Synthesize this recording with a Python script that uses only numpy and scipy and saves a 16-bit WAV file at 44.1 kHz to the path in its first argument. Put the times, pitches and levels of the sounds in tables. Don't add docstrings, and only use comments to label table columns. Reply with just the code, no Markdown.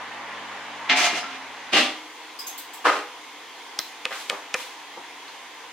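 import sys
import numpy as np
from scipy import signal
from scipy.fft import rfft, irfft
from scipy.io import wavfile
from scipy.ndimage import uniform_filter1d

SR = 44100
rng = np.random.default_rng(int(sys.argv[2]) if len(sys.argv) > 2 else 0)


def put_to_file(sound):
    columns = np.atleast_2d(sound).T
    safe = np.clip(columns, -1, 1)
    whole_steps = np.round(safe * 32767)
    wavfile.write(sys.argv[1], SR, whole_steps.astype(np.int16))


def convert_level_to_amplitude(level_db):
    exponent = np.asarray(level_db, float) / 20
    return 10 ** exponent


N = 252516
T = np.arange(N) / SR
HZ = np.fft.rfftfreq(N, 1 / SR)

# [t/s, peak level/dB, f/Hz, nail level/dB]
FINGERS = [(3.7888, -15, 5400, -28), (3.7907, -8.5, 5600, -15.5), (3.7913, -9.5, 3900, -26),
           (4.0510, -31, 6000, -38), (4.0532, -18, 2800, -36), (4.0543, -6.5, 2800, -22),
           (4.2957, -24, 4000, -38), (4.2980, -14.5, 2800, -24), (4.2993, -6, 2900, -17.5),
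           (4.5414, -12, 5800, -28), (4.5424, -10, 2600, -36), (4.5444, -9, 2000, -18.5)]
FINGER_CYCLES = (2.8, 3.5, 1.1)
# [delay/s, level/dB, f/Hz, cycles]
CUP_WALL = (.0008, -11, 2100, 1.5)
# [f/Hz, level/dB, cycles]
GLAZE = [(5100, 4, 1.9), (6900, 3.5, 4.1), (9100, 1, 2.9), (10500, -3.5, 5.5), (14000, -17, 8.2)]
# [t/s, level/dB, f/Hz, t60/s]
BOOMS = [
    (3.79, -33, 316, 0.047),
    (3.791, -30.5, 610, 0.022),
    (4.0535, -25, 501, 0.058),
    (4.2993, -22.5, 516, 0.041),
    (4.5438, -19.5, 500, 0.055),
]
# [delay/s, level over the boom/dB, f/Hz, cycles]
PALM_REBOUNDS = [(.0026, 5, 2000, 2.2), (.0065, 1, 1200, 0.95), (.009, 3, 1800, 2)]
# [t/s, level/dB, swell/s, hold/s]
SLIDES = [
    (3.622, -58, 0.11, .005),
    (3.792, -49.5, .012, 0.076),
    (4.16, -42.5, .25, 0.053),
    (4.288, -49, .02, .04),
    (4.563, -44.5, .03, 0.023),
    (4.604, -43, .15, .015),
]
# [f/Hz, level per Hz/dB]
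FLOUR_COLOUR = [(880, -29), (1500, -17), (3270, -4.5), (4820, -9), (6070, -9.5), (13100, -20), (15500, -24),
                (16300, -38)]
# [t/s, level/dB, f/Hz, gap between pieces/s]
CLUMPS = [
    (4.108, -33.5, 1740, .009),
    (4.318, -34.5, 1000, .010),
    (4.582, -41, 1900, 0.016),
]
# [level/dB, pitch ratio]
CLUMP_PIECES = [(-1.5, 1), (0, 0.93), (-3, 1.64), (-7, 0.97)]
# [t/s, level/dB, f/Hz, width/Hz]
KNOCKS = [(.896, -25, 2550, 900), (1.05, -34, 6400, 300), (1.13, -36, 310, 60), (1.148, -49, 154, 40),
          (1.205, -40.5, 5100, 400), (1.229, -33, 1360, 82.5), (1.731, -47.5, 60, 40), (2.85, -55, 60, 40),
          (3.668, -61, 5500, 2500), (3.796, -38, 4060, 300), (3.79, -43, 14000, 1500),
          (3.7955, -43, 14400, 1200), (1.17, -34, 721, 30), (1.24, -41, 268, 14), (2.97, -40.5, 440, 40),
          (2.853, -27, 1270, 150), (4.973, -39.5, 910, 300), (4.978, -47.5, 373, 198),
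          (5.28, -47, 4300, 800)]
# [start t/s, end t/s]
RATTLE_SPANS = [
    (.88, 1.4),
    (1.715, 2.12),
    (2.84, 3.16),
]
# [t/s, force level/dB, swell/s, hold/s, looseness/dB]
JOLTS = [
    [(.898, -16, 0.016, .03, -30), (.972, -22.5, .04, .095, -4), (1.1, -30, .05, .05, -12),
     (1.157, -31.5, .03, .03, -4), (1.24, -40.5, 0.056, 0.12, -16)],
    [(1.733, -20.5, 0.02, 0.0092, -1.5), (1.765, -25, 0.068, 0.022, 6)],
    [(2.854, -26, 0.022, 0.0044, -8), (2.868, -28.5, 0.052, .022, -9), (2.93, -38, 0.043, .04, -4)],
]
# [fade/dB per s, panel level/dB, thud level/dB, panel/dB per dB of looseness]
BUILDS = [
    (300, -4, -18, .4),
    (146, -9, -6, 1.1),
    (160, 4, -4, -0.25),
]
# [f/Hz, level per Hz/dB]
RATTLE_COLOURS = [
    [(24, -83), (40, -63.5), (194, -17.5), (262, -12.5), (585, -11), (715, 3), (770, -11), (831, -5),
     (1410, -6.5), (2100, -2.5), (6330, -12), (16000, -41)],
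    [(24, -71), (40, -52), (185, -19), (312, -9.5), (529, -6.5), (770, -2), (942, -12), (1150, -6),
     (1480, -9.5), (2840, -11), (14100, -61), (16000, -66)],
    [(24, -75), (40, -56), (204, -42), (297, -19), (372, -19.5), (444, -12), (942, -9.5), (1240, -4),
     (1480, -6.5), (6020, -23), (14100, -43), (16000, -58)],
]
# [f/Hz, level/dB, t60/s]
BODIES = [
    [(268, -17, .9), (720, -14, .28), (855, -15, .2), (1320, -18, .2), (2131, -16, .12), (2401, -14, .12),
     (2805, -15, .1), (6450, -21, .1)],
    [(265, -9, .15), (311, -20, 1.1), (786, -15, .12), (1184, -11, .18), (1913, -11, .15), (2765, -11, .15),
     (2814, -11, .15), (3395, -13, .15)],
    [(300, -16, .15), (416, -12, .25), (491, -9, .25), (817, -13, .15), (1061, -10, .2), (1248, -5, .2),
     (1750, -10, .2), (2401, -13, .12), (2750, -13, .04), (3050, -15, .03)],
]
BAND_EDGES = (500, 1500, 4500)
# [t/s, ring level/dB, ring f/Hz, overtone level/dB, tick level/dB]
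CLINKS = [
    (2.389, -34.5, 5000, -59, -50.5),
    (2.467, -35.5, 6460, -34, -47),
    (2.576, -46, 7640, -53, -46.5),
    (2.733, -50, 7700, -60, -52.5),
]
# [f/Hz, level per Hz/dB]
TICK_COLOUR = [(1760, -22), (3000, -14), (3430, -6), (5920, -10), (7690, -4), (8990, -8.5), (15200, -4.5),
               (16300, -12)]
# [t/s, level/dB]
ROAR_LEVEL = [(0, -36.5), (.45, -36), (.88, -36), (1.3, -38), (1.75, -38.5), (2.1, -42.5), (2.4, -41.5),
              (3.7, -42), (4.6, -41.3), (5.73, -41.8)]
# [f/Hz, level per Hz/dB]
ROAR_EARLY = [(18, -76), (30, -46), (59, -54), (90, -21), (221, -15.5), (252, -8.5), (336, -10),
              (415, -3.5), (1130, 7.5), (1350, 1.5), (2010, 3.5), (5310, -14.5), (6550, -18),
              (15500, -37.5), (16000, -61)]
# [f/Hz, level per Hz/dB]
ROAR_LATE = [(18, -75), (30, -45), (64, -61), (90, -32), (221, -47), (295, 2.5), (336, -19.5), (499, -5),
             (584, -25), (666, -9), (1100, -7.5), (1390, -13.5), (2120, -9), (4420, -14.5), (16000, -31)]
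# [f/Hz, width/Hz, level/dB]
DUCT = [(1000, 150, -2), (2120, 160, -3), (3340, 560, -8), (6400, 1100, -17.5)]
# [f/Hz, level/dB]
HUM = [(100, -31), (150, -32.5), (200, -26.5), (250, -23), (300, -23)]
# [f/Hz, t60/s]
KITCHEN = [(150, 0.11), (500, 0.49), (2000, 0.37), (6000, 0.34), (15000, 0.25)]
# [f/Hz, likeness 0-1]
PORT_LIKENESS = [(60, 1), (150, 0.98), (380, 1), (950, 0.85), (2380, 0.72), (5980, 0.0084), (15000, 0.047)]

LEAD_S = 40 / SR


def pats():
    out = np.zeros(N)
    nail = sum(convert_level_to_amplitude(db) * click(hz, cycles) * (-1) ** k for k, (hz, db, cycles) in enumerate(GLAZE))
    delay, wall_db, wall_hz, wall_cycles = CUP_WALL
    for (s, db, hz, nail_db), cycles in zip(FINGERS, np.resize(FINGER_CYCLES, len(FINGERS))):
        add(out, s - LEAD_S, convert_level_to_amplitude(db) * click(hz, cycles) + convert_level_to_amplitude(nail_db) * nail)
        add(out, s + delay - LEAD_S, convert_level_to_amplitude(db + wall_db) * click(wall_hz, wall_cycles))
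    for s, db, hz, t60 in BOOMS:
        add(out, s, convert_level_to_amplitude(db) * ring(hz, t60))
        for lag, over_db, palm_hz, cycles in PALM_REBOUNDS:
            add(out, s + lag, convert_level_to_amplitude(db + over_db) * click(palm_hz, cycles))
    return signal.sosfilt(signal.butter(2, 170, "high", fs=SR, output="sos"), out)


def click(hz, cycles):
    t = T[:600] - LEAD_S
    attack = np.exp(-(t * hz / .55) ** 2)
    decay = np.exp(-t * hz / (.6 * cycles))
    shape = np.where(t < 0, attack, decay)
    wave = shape * np.cos(2 * np.pi * hz * t)
    return wave - shape * wave.sum() / shape.sum()


def ring(hz, t60):
    t = T[:SR // 4]
    mode = np.sin(2 * np.pi * hz * t) * convert_level_to_amplitude(-60 * t / t60)
    return signal.sosfilt(signal.butter(2, hz / 3.2, "high", fs=SR, output="sos"), mode)


def flour():
    fade = 113
    hiss = coloured(rng.standard_normal((2, N)), FLOUR_COLOUR)
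    slow = T[::32]
    power = sum(swell(slow, *slide, fade) ** 2 for slide in SLIDES)
    return hiss * convert_level_to_amplitude(3.5) * np.interp(T, slow, np.sqrt(power))


def swell(t, s, db, rise, hold, fade):
    climb_db = 40 * np.clip((s - t) / rise, 0, 5)
    fall_db = fade * np.clip(t - s - hold, 0, None)
    return convert_level_to_amplitude(db - climb_db - fall_db)


def knocks():
    out = np.zeros(N)
    pieces = []
    for s, db, hz, gap in CLUMPS:
        for k, (piece_db, ratio) in enumerate(CLUMP_PIECES):
            pieces.append((s + k * gap, db + piece_db, hz * ratio, hz * ratio))
    for s, db, hz, width in KNOCKS + pieces:
        blow = ring(hz, 4.8 / width)
        add(out, s, convert_level_to_amplitude(db + 29.0) * blow / np.linalg.norm(blow))
    return out


def rattle(span, jolts, build, colour, body):
    fade, panel_db, thud_db, follow = build
    t = np.arange(*span, 1 / SR)
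    chance, size, sign = rng.random((len(t), 2, 3)).T
    struck = chance < 9000 / SR
    clicks = struck * convert_level_to_amplitude(-1.3 * np.log(size)) * np.sign(sign - .5)

    spectrum = rfft(coloured(clicks, colour))
    hz = np.fft.rfftfreq(len(t), 1 / SR)
    below = [0, *(1 / (1 + (hz / edge) ** 4) for edge in BAND_EDGES), 1]
    bands = [evened(irfft(spectrum * (up - low), len(t))) for low, up in zip(below, below[1:])]

    power = np.array([swell(t, s, db, rise, hold, fade) ** 2 for s, db, rise, hold, _ in jolts])
    power *= signal.windows.tukey(len(t), .03) ** 2
    loose_db = np.transpose(jolts)[4]
    level = 0 * loose_db
    shares = (thud_db + level, panel_db + follow * loose_db, level, loose_db)
    chatter = np.zeros((2, len(t) + SR // 2))
    chatter[:, :len(t)] = sum(band * np.sqrt(convert_level_to_amplitude(2 * db) @ power) for band, db in zip(bands, shares))

    rings = sum(convert_level_to_amplitude(db) * resonate(chatter, f, 2.2 / t60) for f, db, t60 in body)
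    rings *= np.sqrt(np.mean(power.sum(0)))
    return span[0], convert_level_to_amplitude(-1.5) * chatter + convert_level_to_amplitude(-5) * rings


def clinks():
    out = np.zeros(N)
    for s, db, hz, over_db, tick_db in CLINKS:
        tick = coloured(rng.standard_normal(1024), TICK_COLOUR) * convert_level_to_amplitude(-60 * T[:1024] / 0.077)
        main = convert_level_to_amplitude(db + 15.5) * ring(hz, .018)
        overtone = convert_level_to_amplitude(over_db + 10.5) * ring(1.81 * hz, 0.024)
        add(out, s, main + overtone)
        add(out, s, convert_level_to_amplitude(tick_db + 18.5) * tick)
    return out


def roar():
    full_db, dull_per_db = -36.4, .118
    s, level_db = np.transpose(ROAR_LEVEL)
    early = np.minimum(1 + dull_per_db * (level_db - full_db), 1)
    hz, t, z = signal.stft(rng.standard_normal((2, N)), SR, nperseg=1024, noverlap=768)
    patches = rng.standard_normal(z.shape[1:])
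    patches = evened(uniform_filter1d(uniform_filter1d(patches, 10, 0), 12, 1))

    share = np.interp(t, s, np.clip(early, 0, 1))
    shape_db = np.outer(read(ROAR_EARLY, hz), share) + np.outer(read(ROAR_LATE, hz), 1 - share)
    peaks = sum(convert_level_to_amplitude(2 * db) / (1 + (2 * (hz - f) / w) ** 2) ** 2 for f, w, db in DUCT)
    power = convert_level_to_amplitude(2 * shape_db - 1.0) + peaks[:, None]
    z = z * np.sqrt(power / power.mean(0)) * convert_level_to_amplitude(patches)
    air = signal.istft(z, SR, nperseg=1024, noverlap=768)[1][:, :N]
    ripple_db = 2.38 * evened(uniform_filter1d(rng.standard_normal(len(HZ)), size=80))
    air = irfft(rfft(air) * convert_level_to_amplitude(ripple_db), N)

    hum = sum(convert_level_to_amplitude(db) * np.sin(2 * np.pi * (f * T + rng.random())) for f, db in HUM)
    hum_fall = convert_level_to_amplitude(14.8 * np.interp(T, s, early - 1))
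    air[0] += hum * hum_fall * np.sqrt(2)
    return air * convert_level_to_amplitude(np.interp(T, s, level_db))


def room(x, size):
    taps = np.zeros((2, SR // 2))
    at = np.arange(0, SR // 2 - 12, 12) + rng.integers(0, 12, (2, (SR // 2 - 1) // 12))
    np.put_along_axis(taps, at, rng.choice([-1., 1.], at.shape), 1)
    hz, t, z = signal.stft(taps, SR, nperseg=256)
    t60 = size * read(KITCHEN, hz)
    tail = signal.istft(z * convert_level_to_amplitude(-60 * t / t60[:, None]), SR, nperseg=256)[1]
    return signal.fftconvolve(x[None], tail / np.linalg.norm(tail[0]), axes=1)[:, :N]


def ports(pair):
    lean = np.arccos(np.clip(read(PORT_LIKENESS, HZ), -1, 1)) / 2
    a, b = rfft(pair)
    common, apart = np.cos(lean) * a, np.sin(lean) * b
    return irfft([common + apart, common - apart], N)


def evened(x):
    return x / np.sqrt(np.mean(x ** 2) + 1e-20)


def read(points, hz):
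    f, value = np.transpose(points)
    return np.interp(np.log(hz + 1), np.log(f + 1), value)


def add(mix, s, sound):
    part = mix[..., round(s * SR):][..., :sound.shape[-1]]
    part += sound[..., :part.shape[-1]]


def coloured(x, points):
    n = x.shape[-1]
    return evened(irfft(rfft(x) * convert_level_to_amplitude(read(points, np.fft.rfftfreq(n, 1 / SR))), n))


def resonate(x, hz, width):
    r = np.exp(-np.pi * width / SR)
    return evened(signal.lfilter([1, 0, -1], [1, -2 * r * np.cos(2 * np.pi * hz / SR), r * r], x))


def scene():
    far = np.zeros((2, N))
    for parts in zip(RATTLE_SPANS, JOLTS, BUILDS, RATTLE_COLOURS, BODIES):
        add(far, *rattle(*parts))
    near, blows = pats(), knocks()
    bowl = convert_level_to_amplitude(-4.5) * room(uniform_filter1d(near, 8) + blows, size=.1)
    echoes = room(clinks() + blows + convert_level_to_amplitude(-12) * near + convert_level_to_amplitude(-13) * far[0], size=.9)
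    skew = 0.19 * signal.hilbert(np.diff(near, prepend=0)).imag
    return ports(roar() + far + bowl + echoes + flour()) + near + np.outer([1, -1], skew)


def band_limit(x):
    return signal.sosfilt(signal.butter(12, 16480, fs=SR, output="sos"), x)


def record(dry):
    limited = signal.oaconvolve(dry, signal.firwin(127, 16250, fs=SR)[None], "same")
    return band_limit(limited)


dry = scene()
out = record(dry)
put_to_file(out)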